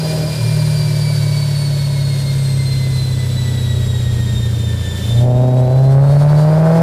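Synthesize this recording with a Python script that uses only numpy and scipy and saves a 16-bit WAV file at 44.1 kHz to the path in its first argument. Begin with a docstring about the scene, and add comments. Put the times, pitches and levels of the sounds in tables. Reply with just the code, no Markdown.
"""An exhaust booms and barks at part throttle for a third of a second, then the throttle shuts.
A V8 car strapped to a roller dynamometer in an open workshop coasts down in gear, then takes full throttle.
Crank orders make the boom; uneven firing pulses and gas noise ring the pipes for the bark.
Two beating roller whines, tread bands and tyre hums ride over a hiss of tyres and fans and a low rumble.
The roller sounds and hiss sink at 5.21 s, as the exhaust gets loud."""
import sys
import numpy as np
from scipy import signal
from scipy.fft import rfft, irfft, next_fast_len
from scipy.io import wavfile
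from scipy.ndimage import uniform_filter1d, map_coordinates

SR = 44100
rng = np.random.default_rng(int(sys.argv[2]) if len(sys.argv) > 2 else 0)


def file_out(sig):
    """Save sig as 16-bit WAV at sys.argv[1]."""
    # one column per channel
    cols = np.atleast_2d(sig).T
    # limit, then scale
    lim = np.clip(cols, -1, 1)
    pcm = np.round(lim * 32767).astype(np.int16)
    wavfile.write(sys.argv[1], SR, pcm)


N = 300762

# Boom levels. Each row: time in seconds, firing boom in dB, three-per-turn boom in dB before its wobble.
BOOM_LEVELS = [(0, -19, -32), (.2, -17.5, -23), (.36, -22.5, -28), (.43, -21.5, -16), (.52, -15.5, -18),
               (1.37, -15.5, -22), (2.27, -16, -23.5), (2.45, -14.5, -22.5), (3.5, -17.5, -20.5),
               (4.25, -16, -21.5), (4.7, -17.5, -21.5), (4.95, -27, -23.5), (5.05, -20, -21.5),
               (5.19, -8.5, -23.5), (5.26, -11, -22), (5.33, -11.5, -40), (5.4, -10.5, -37),
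               (5.5, -12, -46), (5.61, -10, -38), (5.68, -13.5, -23), (5.76, -9.6, -38), (5.96, -8, -30),
               (6.38, -8.4, -27), (6.52, -9.5, -34), (6.82, -10.5, -25)]
# Colour the pipes give the twice-firing boom. Each row: frequency in Hz, gain in dB.
DOUBLE_FIRING_COLOUR = [(235, 4.5), (253, 5), (268, -1.5), (296, -7), (312, 2.5), (335, -14)]
# Weak crank orders. Each row: cycles per crank turn, level in dB before the standing waves, fading 0-1.
WEAK_ORDERS = [(1.5, -49, 0.6), (2, -38.5, 1), (2.5, -38.5, 1), (3.5, -38, 0.9), (4.5, -42.5, 1),
               (5, -34.5, 0), (5.5, -42.5, 0.53), (6, -36.5, 0.03), (6.5, -36, 0), (7, -30, 0.31)]
# Standing waves that lift and cancel the weak orders. Each row: frequency in Hz, gain in dB.
STANDING_WAVES = [(40, -1.5), (146, 3), (158, -3), (172, -1.5), (190, 0), (208, -3), (224, -9.5),
                  (260, -32)]


def boom(turns):
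    """The low crank orders leave the silencers as nearly pure tones locked to the crank."""
    speed = crank_speed()
    firing_db, third_db = curves(BOOM_LEVELS)
    third_db = third_db + 1.2 * wobble(5)
    double_db = by_load(shut_db=-50, open_db=-31.5, per_turn_db=0.01)
    double_db = double_db + along(DOUBLE_FIRING_COLOUR, 8 * speed)

    tones = amp(firing_db) * narrow(4 * turns, fading=0.004, rate=14)
    tones += amp(third_db) * narrow(3 * turns, fading=0.008, rate=9)
    tones += amp(double_db) * narrow(8 * turns + 0.28, fading=0.065, rate=8.2)
    for order, db, fading in WEAK_ORDERS:
        order_db = db + along(STANDING_WAVES, order * speed)
        tones += amp(order_db) * narrow(order * turns + rng.random(), fading, rate=6)
    return tones


# Pulse strength in firing sequence. Each entry: level in dB at unevenness 1.
CYLINDER_DB = [0, -1, 0, -6, -.5, -1.5, 0, -4.5]
# Pulse lead on the boom. 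Each row: crank turns per second, lead in firings.
PULSE_LEAD = [(35, -.03), (40, .1)]


def firing_pulses(firing):
    """Each firing gives one pulse whose strength varies by cylinder and by chance."""
    uneven = throttle_and_unevenness()[1]
    at = np.flatnonzero(np.diff(np.floor(firing)) > 0)
    chance = rng.standard_normal((len(at), 2))
    jitter_s = 0.00013 * chance[:, 0]
    jitter = np.round(jitter_s * SR).astype(int)
    strength_db = uneven[at] * np.resize(CYLINDER_DB, len(at)) + 1.9 * chance[:, 1]
    pulses = np.zeros(N)
    pulses[np.clip(at + jitter, 0, N - 1)] = amp(strength_db)
    return pulses


# Tip resonances. Each row: frequency in Hz, width in Hz, relative level in dB.
TIP_MODES = [(900, 65, 9), (1320, 220, 2), (1605, 230, 0), (1960, 850, -10.5)]


def tip_rasp(pulses, firing):
    """Pulses and the turbulence that follows each firing ring the exhaust tips."""
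    puff = 0.098 + np.exp(-6 * (firing % 1))
    turbulence = puff * rng.standard_normal(N)
    return 0.58 * steady(resonant(pulses, TIP_MODES)) + 0.57 * steady(resonant(turbulence, TIP_MODES))


# Gas rush levels. Each row: time in seconds, silencers in dB, tail pipes in dB.
RUSH_LEVELS = [(0, -32, -34), (.6, -36, -34), (2, -37.5, -38.5), (3, -35, -44), (4.8, -34.5, -47),
               (5.2, -32, -46), (5.7, -31, -37), (6.1, -40.5, -37), (6.82, -30.5, -26.5)]
# Silencer resonances. Each row: frequency in Hz, width in Hz, relative level in dB.
SILENCER_MODES = [(286.5, 35, 1), (378.3, 25.8, 3), (469, 112, -1.5)]
# Tail pipe resonances. Each row: frequency in Hz, width in Hz, relative level in dB.
TAIL_PIPE_MODES = [(568.5, 45, -0.5), (624.5, 54, 2), (985, 63, -5), (1511, 35, -10.5)]


def gas_rush(turns):
    """Flow noise, swelling and pumped once a turn, rings the silencers and tail pipes."""
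    silencer_db, tail_db = curves(RUSH_LEVELS)
    pumping = np.diff(np.floor(turns), prepend=0) * amp(0.57 * wobble(18))
    throb = 1 + 0.07 * np.cos(2 * np.pi * turns)
    flow = throb * rng.standard_normal((2, N)) + 0.5 * unit(pumping)
    silencers = amp(silencer_db) * unit(resonant(flow[0], SILENCER_MODES))
    tails = amp(tail_db) * unit(resonant(flow[1], TAIL_PIPE_MODES))
    return silencers + tails


# Exhaust pipe resonances. Each row: frequency in Hz, width in Hz, relative level in dB.
PIPE_MODES = [(379, 28, -2), (517, 90, -3), (619.6, 60, 2), (808, 100, -8), (970, 270, -21)]
# Pipe tuning at wide throttle. Each row: crank turns per second, gain in dB.
WIDE_OPEN_TUNING = [(30, -1), (31.6, 2.5), (33, 1), (37.5, -0.5), (39.5, 2.5), (41.7, 6)]
# Rasp at wide throttle. Each row: crank turns per second, level in dB.
WIDE_OPEN_RASP = [(31, -60), (32.5, -45), (33.4, -36.5), (35, -31.5), (38, -29), (41.7, -27)]
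RASP_SHUT_DB, SHOP_DB = -46.5, -15


def bark(turns):
    """Four firings a turn ring pipes and tips, echo in the workshop and drive a gas rush."""
    speed = crank_speed()
    wide = np.clip(throttle_and_unevenness()[0], 0, 1) ** 4
    burn_db = by_load(shut_db=-48, open_db=-22, per_turn_db=0.045)
    burn_db = burn_db + wide * np.interp(speed, *np.transpose(WIDE_OPEN_TUNING))
    rasp_open_db = np.interp(speed, *np.transpose(WIDE_OPEN_RASP))
    rasp_db = RASP_SHUT_DB + wide * (rasp_open_db - RASP_SHUT_DB)

    firing = 4 * turns + np.interp(speed, *np.transpose(PULSE_LEAD))
    pulses = firing_pulses(firing)
    burn = amp(burn_db) * unit(resonant(pulses, PIPE_MODES))
    direct = burn + amp(rasp_db) * tip_rasp(pulses, firing)
    return direct + amp(SHOP_DB) * shop(direct) + gas_rush(turns)


# Workshop decay. Each row: frequency in Hz, time to fall 60 dB in seconds.
SHOP_DECAY = [(150, 0.41), (700, 0.21), (3000, 0.16), (10000, 0.21)]


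def shop(x):
    """The workshop answers with a noise tail in which each frequency dies at its own speed."""
    hz, t, z = signal.stft(rng.standard_normal(SR // 2), SR, nperseg=256)
    decay = amp(-60 * t / along(SHOP_DECAY, hz)[:, None])
    tail = signal.istft(z * decay, SR, nperseg=256)[1]
    delayed = np.pad(x, (500, 0))  # 500 samples
    return signal.fftconvolve(delayed, tail / np.linalg.norm(tail))[:N]


# Crank speed. Each row: time in seconds, crank turns per second.
CRANK_SPEED = [(0, 39.35), (.3, 38.6), (.6, 38.05), (1, 37.28), (4.6, 29.18), (4.9, 28.7), (5.05, 28.85),
               (5.12, 29.15), (5.26, 30.85), (5.33, 30.95), (5.4, 31.45), (5.58, 31.8), (5.68, 31.5),
               (5.75, 32.8), (5.82, 33.26), (5.96, 34.05), (6.08, 35.12), (6.44, 38.02), (6.82, 41.66)]


def crank_speed():
    """Crank turns per second fall on the overrun and climb under throttle."""
    return curves(CRANK_SPEED)[0]


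# Driver's pedal. Each row: time in seconds, throttle 0-1, unevenness of the cylinders 0-2.
THROTTLE_MOVES = [(0, 0.57, 0.45), (.2, 0.7, .3), (.31, 0.61, .4), (.38, .01, 1.4), (5, 0, 1.2),
                  (5.14, 0.5, .6), (5.23, 0.9, 0.46), (5.32, 0.98, 0.92), (5.75, 0.96, 1.1),
                  (6.2, .99, 1.7), (6.82, 0.98, 0.56)]


def throttle_and_unevenness():
    """Throttle opening and the spread of cylinder strengths over time."""
    return curves(THROTTLE_MOVES)


REFERENCE_TURNS_PER_S = 35


def by_load(shut_db, open_db, per_turn_db):
    """Level in dB rises with throttle and by per_turn_db for each extra crank turn per second."""
    throttle = np.clip(throttle_and_unevenness()[0], 0, 1)
    return shut_db + (open_db - shut_db) * throttle + per_turn_db * (crank_speed() - REFERENCE_TURNS_PER_S)


# Roller speed as pitch. Each row: time in seconds, roller whine in Hz.
ROLLER_PITCH = [(0, 2404), (.25, 2399), (.55, 2375), (1.05, 2306), (2.45, 2107), (4.35, 1843), (4.65, 1797),
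                (4.85, 1778), (5.1, 1782), (5.25, 1808), (5.45, 1876), (5.75, 1992), (6.05, 2125),
                (6.45, 2316), (6.82, 2522)]
REFERENCE_HZ = 2100  # roller whine at which the laws below hold
# Each law: level in dB, growth as a power of roller speed, dB lost at a sink of 1.
WHINE_LAW, TREAD_LAW, HISS_LAW = (-43, 0.75, 15.2), (-38.5, 2.3, 11.4), (-35.5, 2.4, 8.9)
SINK_S, SINK_TAKES_S, FLUTTER_DB = 5.21, 0.07, 1.8
DEEPER_SHARE, RETURN_S = 0.23, 0.27  # extra sink at first, and its decay time
LIFT_S, LIFT_SPREAD_S, LIFT_DB = 5.04, 0.19, 3.5  # hiss and tread rise while the boom is faint


def rollers():
    """Whine, tread, hiss and hum follow roller speed, then sink and flutter under the bark."""
    t = np.arange(N) / SR
    whine_hz = curves(ROLLER_PITCH)[0]
    turns = np.cumsum(whine_hz) / SR  # cycles of the whine
    extra = DEEPER_SHARE * np.exp(-np.abs(t - SINK_S) / RETURN_S)
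    sunk = np.clip((t - SINK_S) / SINK_TAKES_S, 0, 1) * (1 + extra)
    lift_db = LIFT_DB * np.exp(-((t - LIFT_S) / LIFT_SPREAD_S) ** 2)
    flutter_db = FLUTTER_DB * sunk * wobble(35)
    speed_db = 20 * np.log10(whine_hz / REFERENCE_HZ)

    def level_db(law):
        """Level grows with roller speed and falls with the sink."""
        db, power, loss_db = law
        return db + power * speed_db - loss_db * sunk + flutter_db

    whine = amp(level_db(WHINE_LAW)) * wheel_whine(turns, sunk)
    tread = amp(level_db(TREAD_LAW) + lift_db) * tread_bands(turns)
    hiss = air_hiss(level_db(HISS_LAW) + lift_db)
    return whine + tread + tyre_hum(turns, sunk) + hiss


# Whine lines. Each row: multiple of the whine, relative level in dB before sparing, second wheel 0-1.
WHINE_LINES = [(1, .5, .7), (2, 7, .65), (3, -12, .6), (4, -1.5, .4), (5, -14, .5), (6, -22, .6)]
SPARED_DB = 1.24  # sink spared per multiple, up to the fourth


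def wheel_whine(turns, sunk):
    """Two wheels turn at slightly different speeds, so their whines beat."""
    ahead = 0.0021 * turns + 0.08 * wobble(6)
    lines = np.zeros(N)
    for k, db, second in WHINE_LINES:
        line_db = db + SPARED_DB * sunk * min(k, 4)
        first_wheel = narrow(k * (turns + ahead), fading=0.3, rate=10)
        second_wheel = second * narrow(k * (turns - ahead), fading=0.3, rate=20)
        lines += amp(line_db) * (first_wheel + second_wheel) / np.hypot(1, second)
    return lines


# Tread bands. Each row: multiple of the whine, width in Hz as drift rate, relative level in dB.
TREAD_BANDS = [(1.75, 303.4, -5), (2.188, 253.2, -9)]


def tread_bands(turns):
    """Fast random drift broadens lines on the roller phase into noisy bands."""
    return sum(amp(db) * narrow(k * turns, 0.98, width_hz) for k, width_hz, db in TREAD_BANDS)


# Resonance that carries the hums. 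Each row: frequency in Hz, width in Hz, gain in dB.
HUM_MODES = [(383, 16.6, 2)]
HUM_SHARES, HUM_DB = (0.156, 0.1597), -40  # shares of the whine pitch; level before resonance and sink


def tyre_hum(turns, sunk):
    """Two close tyre hums beat through one resonance."""
    hums = sum(narrow(share * turns, fading=0.05, rate=3.45) for share in HUM_SHARES)
    return amp(HUM_DB - HISS_LAW[2] * sunk) * resonant(hums, HUM_MODES)


# Hiss spectrum. Each row: frequency in Hz, relative density in dB per Hz.
AIR_SPECTRUM = [(880, -26), (1500, -2), (1800, -1.5), (2710, -3.5), (3720, -0.5), (5380, -2.5),
                (6340, -6.5), (7470, -5), (11200, -9), (15100, -16.5)]


def air_hiss(level_db):
    """Tyres and fans give shaped noise with a random flicker in level."""
    flicker_db = 0.5 * wobble(16) + 0.6 * wobble(45)
    return amp(level_db + flicker_db) * shaped_noise(AIR_SPECTRUM)


# Rumble level. 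Each row: time in seconds, level in dB before its wobble.
RUMBLE_LEVEL = [(0, -44), (.36, -44), (.52, -30), (1.3, -41), (1.9, -36), (2.6, -33), (3.2, -33),
                (3.45, -32), (4.3, -27.5), (4.85, -38), (5.19, -25), (5.53, -37), (6.12, -27), (6.5, -35),
                (6.82, -36)]
# Rumble spectrum. Each row: frequency in Hz, relative density in dB per Hz.
RUMBLE_SPECTRUM = [(15, -12), (30, -4), (50, 0), (75, 0), (100, -5), (150, -10), (220, -14), (320, -30),
                   (500, -60)]


def low_rumble():
    """Low-frequency shaped noise swells and sinks on a set curve with a random wobble."""
    level_db = curves(RUMBLE_LEVEL)[0] + 1.2 * wobble(24)
    return amp(level_db) * shaped_noise(RUMBLE_SPECTRUM)


def shaped_noise(spectrum):
    """White noise shaped to a spectrum, at rms 1."""
    return unit(filtered(rng.standard_normal(N), lambda hz: amp(along(spectrum, hz))))


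def amp(db):
    """Amplitude factor from dB."""
    return 10 ** (np.asarray(db) / 20)


def unit(x):
    """x scaled to an rms of 1."""
    return x / np.sqrt(np.mean(x ** 2) + 1e-20)


def steady(x):
    """x at a running rms of 1 over a quarter second."""
    return x / np.sqrt(np.abs(uniform_filter1d(x * x, size=SR // 4)) + 1e-12)


def along(points, hz):
    """(Hz, value) points interpolated on a log axis."""
    f, v = np.transpose(points)
    return np.interp(np.log(hz + 1), np.log(f + 1), v)


def curves(rows):
    """One value per sample for each column after the time."""
    s, *cols = np.transpose(rows)
    return [np.interp(np.arange(N) / SR, s, c) for c in cols]


def wobble(rate):
    """A smooth random curve of about rms 1, rate knots per second."""
    coarse = np.arange(0, N + 16, 16)
    knots = rng.standard_normal(int(N * rate / SR) + 4)
    smooth = map_coordinates(knots, [coarse * rate / SR])
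    return np.interp(np.arange(N), coarse, unit(smooth))


def narrow(turns, fading, rate):
    """A line of about rms 1 on a phase in turns: a steady part plus a part that fades and drifts."""
    fading = np.clip(fading, 0, 1)
    drift = (wobble(rate) + 1j * wobble(rate)) / np.sqrt(2)
    envelope = np.sqrt(1 - fading) + np.sqrt(fading) * drift
    return np.sqrt(2) * np.real(envelope * np.exp(2j * np.pi * turns))


def filtered(x, response):
    """x times a complex response of frequency."""
    m = next_fast_len(N + SR // 2)
    return irfft(rfft(x, m) * response(np.fft.rfftfreq(m, 1 / SR)), m)[..., :N]


def resonant(x, modes):
    """x through parallel causal resonances of alternating sign."""
    def response(f):
        """Sum of second-order band-pass modes."""
        total = 0
        for k, (center_hz, width_hz, db) in enumerate(modes):
            damping = 1j * f * width_hz
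            total = total + (-1) ** k * amp(db) * damping / (center_hz ** 2 - f * f + damping)
        return total
    return filtered(x, response)


def scene():
    """Exhaust, rollers and rumble summed to one channel."""
    turns = np.cumsum(crank_speed()) / SR
    return (boom(turns) + bark(turns) + rollers() + low_rumble())[None]


TOP_HZ = 15300


def record(dry):
    """Peaks are squeezed softly, then nothing is kept above the band limit."""
    ceiling = 0.75
    squeezed = dry / (1 + np.abs(dry / ceiling) ** 8) ** (1 / 8)
    return filtered(squeezed, lambda hz: hz < TOP_HZ)


dry = scene()
out = record(dry)
file_out(out)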